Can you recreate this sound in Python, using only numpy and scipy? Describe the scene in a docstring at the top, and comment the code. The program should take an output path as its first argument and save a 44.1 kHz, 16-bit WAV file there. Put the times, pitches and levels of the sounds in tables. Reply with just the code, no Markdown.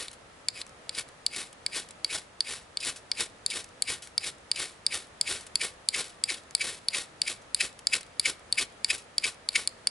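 """Quiet conifer wood: a steel striker is scraped down a ferrocerium rod about three times a second.
Each stroke: the steel taps onto the rod (struck partials), slides (soft grains through a steel resonance),
bites (dense grains through rod resonances, plus a stick-slip squeak), and the shavings flare in a
crackling puff of noise. Stray sparks tick as decaying noise, the ground and trunks answer faintly,
and the forest hushes behind it all as wide, nearly steady noise."""
import sys
import numpy as np
from scipy import signal
from scipy.fft import rfft, irfft, next_fast_len
from scipy.io import wavfile
from scipy.ndimage import uniform_filter1d, map_coordinates

SR = 44100
rng = np.random.default_rng(int(sys.argv[2]) if len(sys.argv) > 2 else 0)


def int16_out(signal):
    """Quantize to a 16-bit WAV file."""
    q = np.round(np.clip(np.atleast_2d(signal).T, -1, 1) * 32767)
    wavfile.write(sys.argv[1], SR, q.astype(np.int16))


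N = 436590
TIME_S = np.arange(N) / SR

# Forest hush spectrum. Each row: frequency in Hz, relative level in dB.
FOREST_SPECTRUM = [(12, -55), (20, -13), (64, -3), (393, -7), (499, -2), (1140, -7.5), (1300, -4.5),
                   (1410, -9), (1790, -8), (2150, -11), (2400, -12.5), (3870, -16), (5610, -20),
                   (10600, -23), (11500, -50), (15000, -79), (22000, -120)]
# Forest stereo width. Each row: frequency in Hz, left-right correlation from 0 to 1.
FOREST_CORRELATION = [(60, 1), (140, 0.84), (350, 0.68), (840, 0.094), (2020, 0.16), (4860, 0.049),
                      (11700, 0.59)]
# Reverberation among the trunks. Each row: frequency in Hz, 60 dB decay time in seconds.
TRUNK_DECAY = [(300, 0.72), (4500, 0.38), (11000, 0.22)]
# Stereo level of the work. Each row: frequency in Hz, left minus right in dB.
LEFT_LEAN = [(350, .3), (2000, 1.7), (4200, 1.3), (8500, 1.8)]
# Stereo phase of the work. 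Each row: frequency in Hz, lead of the left channel in radians.
LEFT_LEAD = [(100, 0), (900, 0.63), (2400, 0.37), (4500, 0.33), (7000, 0.49), (11000, 0.25)]
# Sparks that pop, or fizz on in the tinder. Each row: start in seconds, nominal peak in dB,
# 60 dB decay time in seconds.
LOUD_SPARKS = [(.114, -29, 0.019), (.13, -34.5, 0.065), (.666, -28.5, 0.0098), (1.088, -33.5, .015),
               (1.363, -16.5, .02), (1.529, -30, 0.016), (1.888, -30, .015), (1.908, -27.5, 0.022),
               (2.849, -16.5, .015), (2.961, -30.5, 0.12), (3.643, -28, 0.019), (4.022, -31.5, .22),
               (4.073, -26.5, .015), (4.944, -14, .015), (5.408, -32.5, 0.091), (5.466, -30, 0.047),
               (6.509, -29, 0.011), (7.791, -28.5, 0.022), (7.909, -30, .01), (8.009, -26, .025),
               (8.031, -26, 0.0097), (8.98, -31, 0.13)]
# Burning shavings spectrum. Each row: frequency in Hz, relative level in dB.
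BURN_SPECTRUM = [(30, -15), (90, -8.5), (180, -5.5), (320, -6.5), (540, -0.5), (720, -10.5), (950, -7.5),
                 (1600, -3.5), (2300, -1), (2900, -3), (3700, 0.5), (5800, -3.5), (6450, -7.5),
                 (7000, -3.5), (9000, -2), (11000, -4)]
# Light sliding spectrum. Each row: frequency in Hz, relative level in dB.
SLIDE_SPECTRUM = [(1200, -16), (2300, -3), (3500, -7), (4500, -8), (4900, -6), (5600, -13), (6400, -18),
                  (7300, -6), (8900, -9), (11000, -5.5)]
# Steel set down on the rod. Each row: start in seconds, ring level in dB, edge level in dB.
TAP_EVENTS = [(.083, -43.5, -44), (0.4856, -22.5, -26.5), (0.6157, -36, -42), (.894, -31, -34.5),
              (.986, -32, -34), (1.2647, -20.5, -26.5), (1.664, -24, -29.5), (2.0462, -21.5, -30.5),
              (2.4064, -20, -30.5), (2.7721, -25.5, -34.5), (3.1165, -22.5, -33), (3.207, -35, -32),
              (3.463, -23.5, -24.5), (3.8227, -24, -21.5), (4.1797, -20, -27), (4.5157, -20.5, -26),
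              (4.8655, -19, -25), (5.2125, -20.5, -22), (5.5564, -20, -23.5), (5.888, -20, -22),
              (6.2389, -21.5, -22.5), (6.5509, -21, -21), (6.8853, -20.5, -28), (7.2178, -20, -26.5),
              (7.5467, -24, -21), (7.8705, -19, -23.5), (8.197, -21, -22), (8.526, -20, -24.5),
              (8.846, -20.5, -25.5), (9.182, -19.5, -27.5), (9.489, -22.5, -29), (9.675, -24.5, -23),
              (9.872, -19, -23)]
# Dull knock of the rod under each tap. Each row: frequency in Hz, relative level in dB.
KNOCK_SPECTRUM = [(200, -31), (1400, -16), (1850, -8.5), (2040, -15.5), (2270, 2.5), (2550, -9.5),
                  (2850, -2.5), (3100, -10.5), (3300, -0.5), (3620, 6.5), (3820, -5), (4050, 7),
                  (4500, -24), (6000, -17), (11000, -53)]
# Hand-damped steel and rod. Each row: frequency in Hz, relative level in dB.
RING_SPECTRUM = [(3000, -44.5), (4000, -18), (4380, 10), (4800, 12.5), (5130, 5.5), (5350, -9), (6300, -17),
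                 (11000, -57)]
# Brighter contact edge. Each row: frequency in Hz, relative level in dB.
EDGE_SPECTRUM = [(3000, -38), (6350, -24), (6950, 2.5), (8200, 2.5), (8750, 10.5), (9600, -6), (10600, 5.5),
                 (12000, -24.5)]
# Squeak pitch, drifting with the grip. Each row: time in seconds, pitch in Hz before glide and jitter.
SQUEAK_PITCH = [(5.6, 2380), (5.95, 2219), (7.28, 2290), (7.61, 2615), (8.26, 2284), (8.59, 2285),
                (8.91, 2447), (9.25, 2209)]
# Pushes down the rod. Each row: bite in seconds, force in dB, delay from bite to flare in seconds,
# flare level in dB before trim, burn-out in seconds.
PUSHES = [(-.03, -44, 0.018, -33, 0.034), (.578, -41, 0.037, -42.5, 0.0043), (.962, -47, 0.033, -31, 0.011),
          (1.339, -39, 0.046, -33, 0.03), (1.741, -36.5, 0.024, -29.5, .023),
          (2.112, -33, 0.027, -30, .025), (2.475, -40.5, 0.027, -32, 0.034),
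          (2.838, -33.5, 0.035, -30, 0.024), (3.185, -39, .025, -28, 0.018),
          (3.526, -35, 0.038, -32.5, 0.025), (3.885, -31, 0.022, -29, 0.024),
          (4.24, -35.5, 0.031, -32, 0.018), (4.577, -34.5, 0.022, -30, 0.037),
          (4.922, -33, 0.019, -32.5, 0.032), (5.276, -32, 0.025, -30.5, 0.04),
          (5.617, -25.5, 0.021, -30, 0.023), (5.947, -26.5, 0.019, -30, 0.041),
          (6.297, -27, 0.016, -33, 0.026), (6.617, -25, .04, -32, 0.042),
          (6.944, -27.5, 0.014, -28.5, 0.029), (7.279, -26.5, 0.021, -32, 0.02),
          (7.61, -22.5, 0.022, -30, 0.02), (7.937, -20.5, 0.017, -28, 0.015),
          (8.26, -21.5, 0.026, -28.5, 0.016), (8.587, -20, 0.025, -28.5, 0.013),
          (8.906, -20, .034, -31.5, .013), (9.246, -24, 0.013, -31.5, .022),
          (9.56, -20.5, 0.02, -31.5, .026)]
# Brief snags of the edge before it bites. Each row: time in seconds, level in dB.
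SNAG_EVENTS = [(.949, -39), (2.805, -35.5), (3.503, -30), (4.56, -38), (6.598, -41)]
# Rod resonances while the edge is pressed in. Each row: centre in Hz, width in Hz, relative level in dB.
ROD_MODES = [(1720, 500, -4), (2278, 190, 9.5), (2620, 420, 2), (2780, 46, 5.5)]
# Grit of the tearing edge. Each row: frequency in Hz, relative level in dB.
GRIT_SPECTRUM = [(1820, -29), (3100, -4.5), (3540, -7), (4010, -2), (4430, -13.5), (4860, 2), (5450, -9.5),
                 (6220, -14.5), (6870, -8.5), (8010, -11.5), (9080, -7), (9920, -8.5), (11000, -13.5),
                 (11300, -43), (11500, -30), (15000, -79), (22000, -120)]

# *_GROWS: dB of level per dB of force (for the knock, per dB of ring).
TOP_HZ = 11130
FOREST_DB = -52.5
STRAY_DB, STRAY_SPREAD_DB, STRAY_FLIGHT_S = -41.5, 2.5, (.04, .13)
FLARE_TRIM_DB, KINDLE = 1.5, .44  # KINDLE: rise time as a share of the delay from bite to flare
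HARD_DB = -22.5  # force of a hard push, reference for the levels below
SLIDE_DB, SLIDE_GROWS, SLIDE_LEAD_S = -41, .42, .018
SLIDE_RISE_S, SLIDE_FALL_S = .017, .015
SING_HZ, SING_WIDTH_HZ, SING_DB, SING_RISE_S = 4870, 300, -54, .015
FIRM_TAP_DB, KNOCK_DB, KNOCK_GROWS = -18.5, -30.5, .35
SQUEAK_DB, OVERTONES_DB, SQUEAK_GROWS = -25, -9.5, 1.26
BITE_S, BITE_HALVES_DB, BITE_RELEASE = .00485, 17, .9  # hard half-width, force that halves it, fall / rise
BODY_DB, GRIT_DB, GRIT_GROWS = -3, -27.5, .88  # BODY_DB: rod resonance relative to the force
GRIT_RISE, GRIT_FALL = 1, 1.36  # times the bite's half-width
SNAG_RISE_S, SNAG_FALL_S = .0015, .0076


def amp(db):
    """Decibels to gain."""
    return 10 ** (np.asarray(db) / 20)


def unit(x):
    """Scale to rms 1."""
    return x / np.sqrt(np.mean(x ** 2) + 1e-20)


def along(points, hz):
    """Interpolate (Hz, value) points on a log frequency axis."""
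    f, v = np.transpose(points)
    return np.interp(np.log(hz + 1), np.log(f + 1), v)


def filtered(x, response):
    """Apply a complex response of frequency."""
    size = next_fast_len(N + SR // 2)
    return irfft(rfft(x, size) * response(np.fft.rfftfreq(size, 1 / SR)), size)[..., :N]


def coloured(x, spectrum):
    """Shape x by a (Hz, dB) spectrum, at rms 1."""
    return unit(filtered(x, lambda hz: amp(along(spectrum, hz))))


def resonance(hz, centre_hz, width_hz):
    """Second-order band-pass response, peak 1."""
    damping = 1j * hz * width_hz
    return damping / (centre_hz ** 2 - hz * hz + damping)


def wobble(knots_per_s):
    """Smooth random curve."""
    knots = rng.standard_normal(N // 8)
    return map_coordinates(knots, [TIME_S * knots_per_s], mode="mirror")


def add(track, start_s, sound):
    """Mix a sound into a track."""
    start = max(round(start_s * SR), 0)
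    room = track[start:start + len(sound)]
    room += sound[:len(room)]


def swells(rows):
    """Gain curve of smooth humps (s, dB, rise s, fall s) whose powers add."""
    power = np.zeros(N)
    for s, db, rise_s, fall_s in rows:
        near = slice(*np.searchsorted(TIME_S, [s - 10 * abs(rise_s), s + 10 * abs(fall_s)]))
        t = TIME_S[near] - s
        power[near] += (amp(db) / np.cosh(t / np.where(t < 0, rise_s, fall_s))) ** 2
    return np.sqrt(power)


def grains(rate_hz, spread_db, hiss):
    """Random tiny impulses of uneven size over a smooth hiss, at rms 1."""
    hits = (rng.random(N) < rate_hz / SR) * np.sign(rng.standard_normal(N))
    sizes = amp(spread_db * np.clip(rng.standard_normal(N), -2, 2))
    return unit(unit(hits * sizes) + hiss * rng.standard_normal(N))


def struck(spectrum, chatter, settle_s, stretch, uneven_db):
    """One contact: impulse and decaying chatter through a minimum-phase colour, rms 1 over 5 ms."""
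    size = 2048
    hz = np.fft.rfftfreq(size, 1 / SR) * (1 + stretch * rng.standard_normal())  # the grip retunes the steel
    # each contact spot favours other partials
    spot = map_coordinates(rng.standard_normal(100), [hz / 450], mode="mirror")
    cepstrum = irfft(np.log(amp(along(spectrum, hz) + uneven_db * spot)))
    cepstrum[1:size // 2] *= 2  # fold to causal
    cepstrum[size // 2 + 1:] = 0
    force = chatter * rng.standard_normal(size) * np.exp(-np.arange(size) / SR / settle_s)
    force[0] += 1
    sound = irfft(np.exp(rfft(cepstrum)) * rfft(force))
    return sound / np.sqrt(np.mean(sound[:SR // 200] ** 2))


def bite_width_s(force_db):
    """Half-width of a bite: the harder the push, the shorter."""
    return BITE_S * 2 ** ((HARD_DB - force_db) / BITE_HALVES_DB)


def forest():
    """Distant air in the treetops: nearly steady noise, its stereo correlation set per frequency."""
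    mid_side = rng.standard_normal((2, N))

    def widen(hz):
        angle = np.arccos(np.clip(along(FOREST_CORRELATION, hz), -1, 1)) / 2
        return np.array([np.cos(angle), np.sin(angle)])

    mid, side = filtered(mid_side, widen)
    air = coloured(np.array([mid + side, mid - side]), FOREST_SPECTRUM)
    return air * amp(FOREST_DB) * amp(wobble(2.99) / 2)


def trunks(x):
    """Two near reflections, and a thin decaying noise tail scattered among the trees."""
    hz, t, z = signal.stft(rng.standard_normal((2, SR // 2)), SR, nperseg=256)
    decay = amp(-60 * t / along(TRUNK_DECAY, hz)[:, None])
    tail = signal.istft(z * decay, SR, nperseg=256)[1]
    mid, side = tail / np.linalg.norm(tail[0]) * amp([[-25], [-26]])
    scatter = signal.fftconvolve(x[None], np.array([mid + side, mid - side]), axes=1)[:, :N]
    near = [(.0083, -32), (.0178, -28)]  # s, dB
    return scatter + sum(amp(db) * np.pad(x, (round(s * SR), 0))[:N] for s, db in near)


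def ground(x):
    """The mossy bank adds a close second copy and soaks up its treble."""
    delay_s = .0027
    moss = lambda hz: .35 / np.sqrt(1 + (hz / 5000) ** 8)
    return x + filtered(x, lambda hz: moss(hz) * np.exp(-2j * np.pi * hz * delay_s))


def sparks(strays_per_flare, t60_s):
    """Single specks pop or fizz as decaying noise: the loud ones, and faint strays flying from each flare."""
    strays = []
    for s, _, delay_s, *_ in PUSHES:
        for _ in range(strays_per_flare):
            start_s = s + delay_s + rng.uniform(*STRAY_FLIGHT_S)
            strays.append((start_s, STRAY_DB + STRAY_SPREAD_DB * rng.standard_normal(), t60_s))
    pops = np.zeros(N)
    t = np.arange(SR // 6) / SR
    crest_db = 5.5  # allowance from noise rms to peak
    for s, db, life_s in LOUD_SPARKS + strays:
        add(pops, s, amp(db - crest_db - 60 * t / life_s) * rng.standard_normal(len(t)))
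    return filtered(pops, lambda hz: 1j * hz / (2200 + 1j * hz))  # high-pass


def flares():
    """Hundreds of burning specks merge into a sputtering puff after each bite."""
    sputter = amp(1.8 * wobble(220) + 1.4 * wobble(80))
    burning = unit(grains(rate_hz=5000, spread_db=4, hiss=.57) * sputter)
    blaze = swells([(s + delay_s, db, KINDLE * delay_s, burn_out_s)
                    for s, _, delay_s, db, burn_out_s in PUSHES])
    return coloured(burning, BURN_SPECTRUM) * amp(FLARE_TRIM_DB) * blaze


def slides():
    """Before each bite the edge slides lightly, its grains keeping a steel resonance singing."""
    rubbing = coloured(grains(rate_hz=1200, spread_db=5, hiss=.4), SLIDE_SPECTRUM)
    sliding = unit(rubbing * amp(3 * wobble(160)))
    contact = swells([(s - SLIDE_LEAD_S, SLIDE_DB + SLIDE_GROWS * (force_db - HARD_DB),
                       SLIDE_RISE_S, SLIDE_FALL_S) for s, force_db, *_ in PUSHES])
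    singing = unit(filtered(sliding, lambda hz: resonance(hz, SING_HZ, SING_WIDTH_HZ)))
    touch = swells([(s - SLIDE_LEAD_S, SING_DB, SING_RISE_S, SLIDE_FALL_S) for s, *_ in PUSHES])
    return sliding * contact + singing * touch


def taps():
    """The steel lands on the rod: dull knock, hand-damped ring and bright edge in one short contact."""
    out = np.zeros(N)
    build_up_s, settle_s = .0004, .0008
    for s, ring_db, edge_db in TAP_EVENTS:
        knock_db = KNOCK_DB + KNOCK_GROWS * (ring_db - FIRM_TAP_DB)
        knock = struck(KNOCK_SPECTRUM, .08, settle_s, stretch=.016, uneven_db=2.8)
        ring = struck(RING_SPECTRUM, .06, settle_s, stretch=.012, uneven_db=2.2)
        edge = struck(EDGE_SPECTRUM, .16, settle_s, stretch=.012, uneven_db=1.8)
        add(out, s - build_up_s, amp(knock_db) * knock + amp(ring_db) * ring + amp(edge_db) * edge)
    return out


def squeaks(glide, jitter):
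    """Stick-slip tone in each bite, faint in light ones; pitch sags where the pressure is greatest."""
    out = np.zeros(N)
    t = np.arange(-SR // 25, SR // 25) / SR
    for s, force_db, *_ in PUSHES:
        width_s = bite_width_s(force_db)
        waver = unit(uniform_filter1d(rng.standard_normal(len(t)), size=40))
        detune = .0247 * rng.standard_normal()
        sag = glide * np.tanh(t / (2 * width_s)) ** 2
        pitch_hz = np.interp(s, *np.transpose(SQUEAK_PITCH)) * (1 + detune + sag + jitter * waver)
        phase = 2 * np.pi * np.cumsum(pitch_hz) / SR
        tone = np.sin(phase) + amp(OVERTONES_DB) * sum(np.sin(k * phase) for k in range(2, 5))
        level_db = SQUEAK_DB + SQUEAK_GROWS * (force_db - HARD_DB)
        add(out, s + t[0], amp(level_db) * tone / np.cosh(t / width_s))
    return out


def bites():
    """The edge tears off shavings, each tear kicking the pressed rod's resonances."""
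    tears = unit(grains(rate_hz=2200, spread_db=3.5, hiss=.35) * amp(2 * wobble(260)))

    def rod(hz):
        modes = sum((-1) ** k * amp(db) * resonance(hz, centre_hz, width_hz)
                    for k, (centre_hz, width_hz, db) in enumerate(ROD_MODES))
        return modes / (1 + (1400 / (hz + 1)) ** 6)  # a thin rod radiates little bass

    pushes = [(s, force_db, bite_width_s(force_db)) for s, force_db, *_ in PUSHES]
    pressure = swells([(s, force_db + BODY_DB, w, BITE_RELEASE * w) for s, force_db, w in pushes])
    grit = [(s, GRIT_DB + GRIT_GROWS * (force_db - HARD_DB), GRIT_RISE * w, GRIT_FALL * w)
            for s, force_db, w in pushes]
    snags = [(s, db, SNAG_RISE_S, SNAG_FALL_S) for s, db in SNAG_EVENTS]
    tearing = swells(grit + snags)
    return unit(filtered(tears, rod)) * pressure + coloured(tears, GRIT_SPECTRUM) * tearing


def scene():
    """The fire steel works a little left of centre, among trunks and forest hush."""
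    fire = flares() + sparks(strays_per_flare=2, t60_s=.019)
    scrape = slides() + taps() + squeaks(glide=.097, jitter=.036) + bites()
    work = ground(fire + scrape)
    halves = np.array([[.5], [-.5]])  # left, right share of each difference
    direct = filtered(work, lambda hz: amp(halves * along(LEFT_LEAN, hz))
                      * np.exp(1j * halves * along(LEFT_LEAD, hz)))
    return forest() + trunks(work) + direct


def record(dry):
    """Very steep low-pass at TOP_HZ."""
    return filtered(dry, lambda hz: 1 / np.sqrt(1 + (hz / TOP_HZ) ** 300))


dry = scene()
out = record(dry)
int16_out(out)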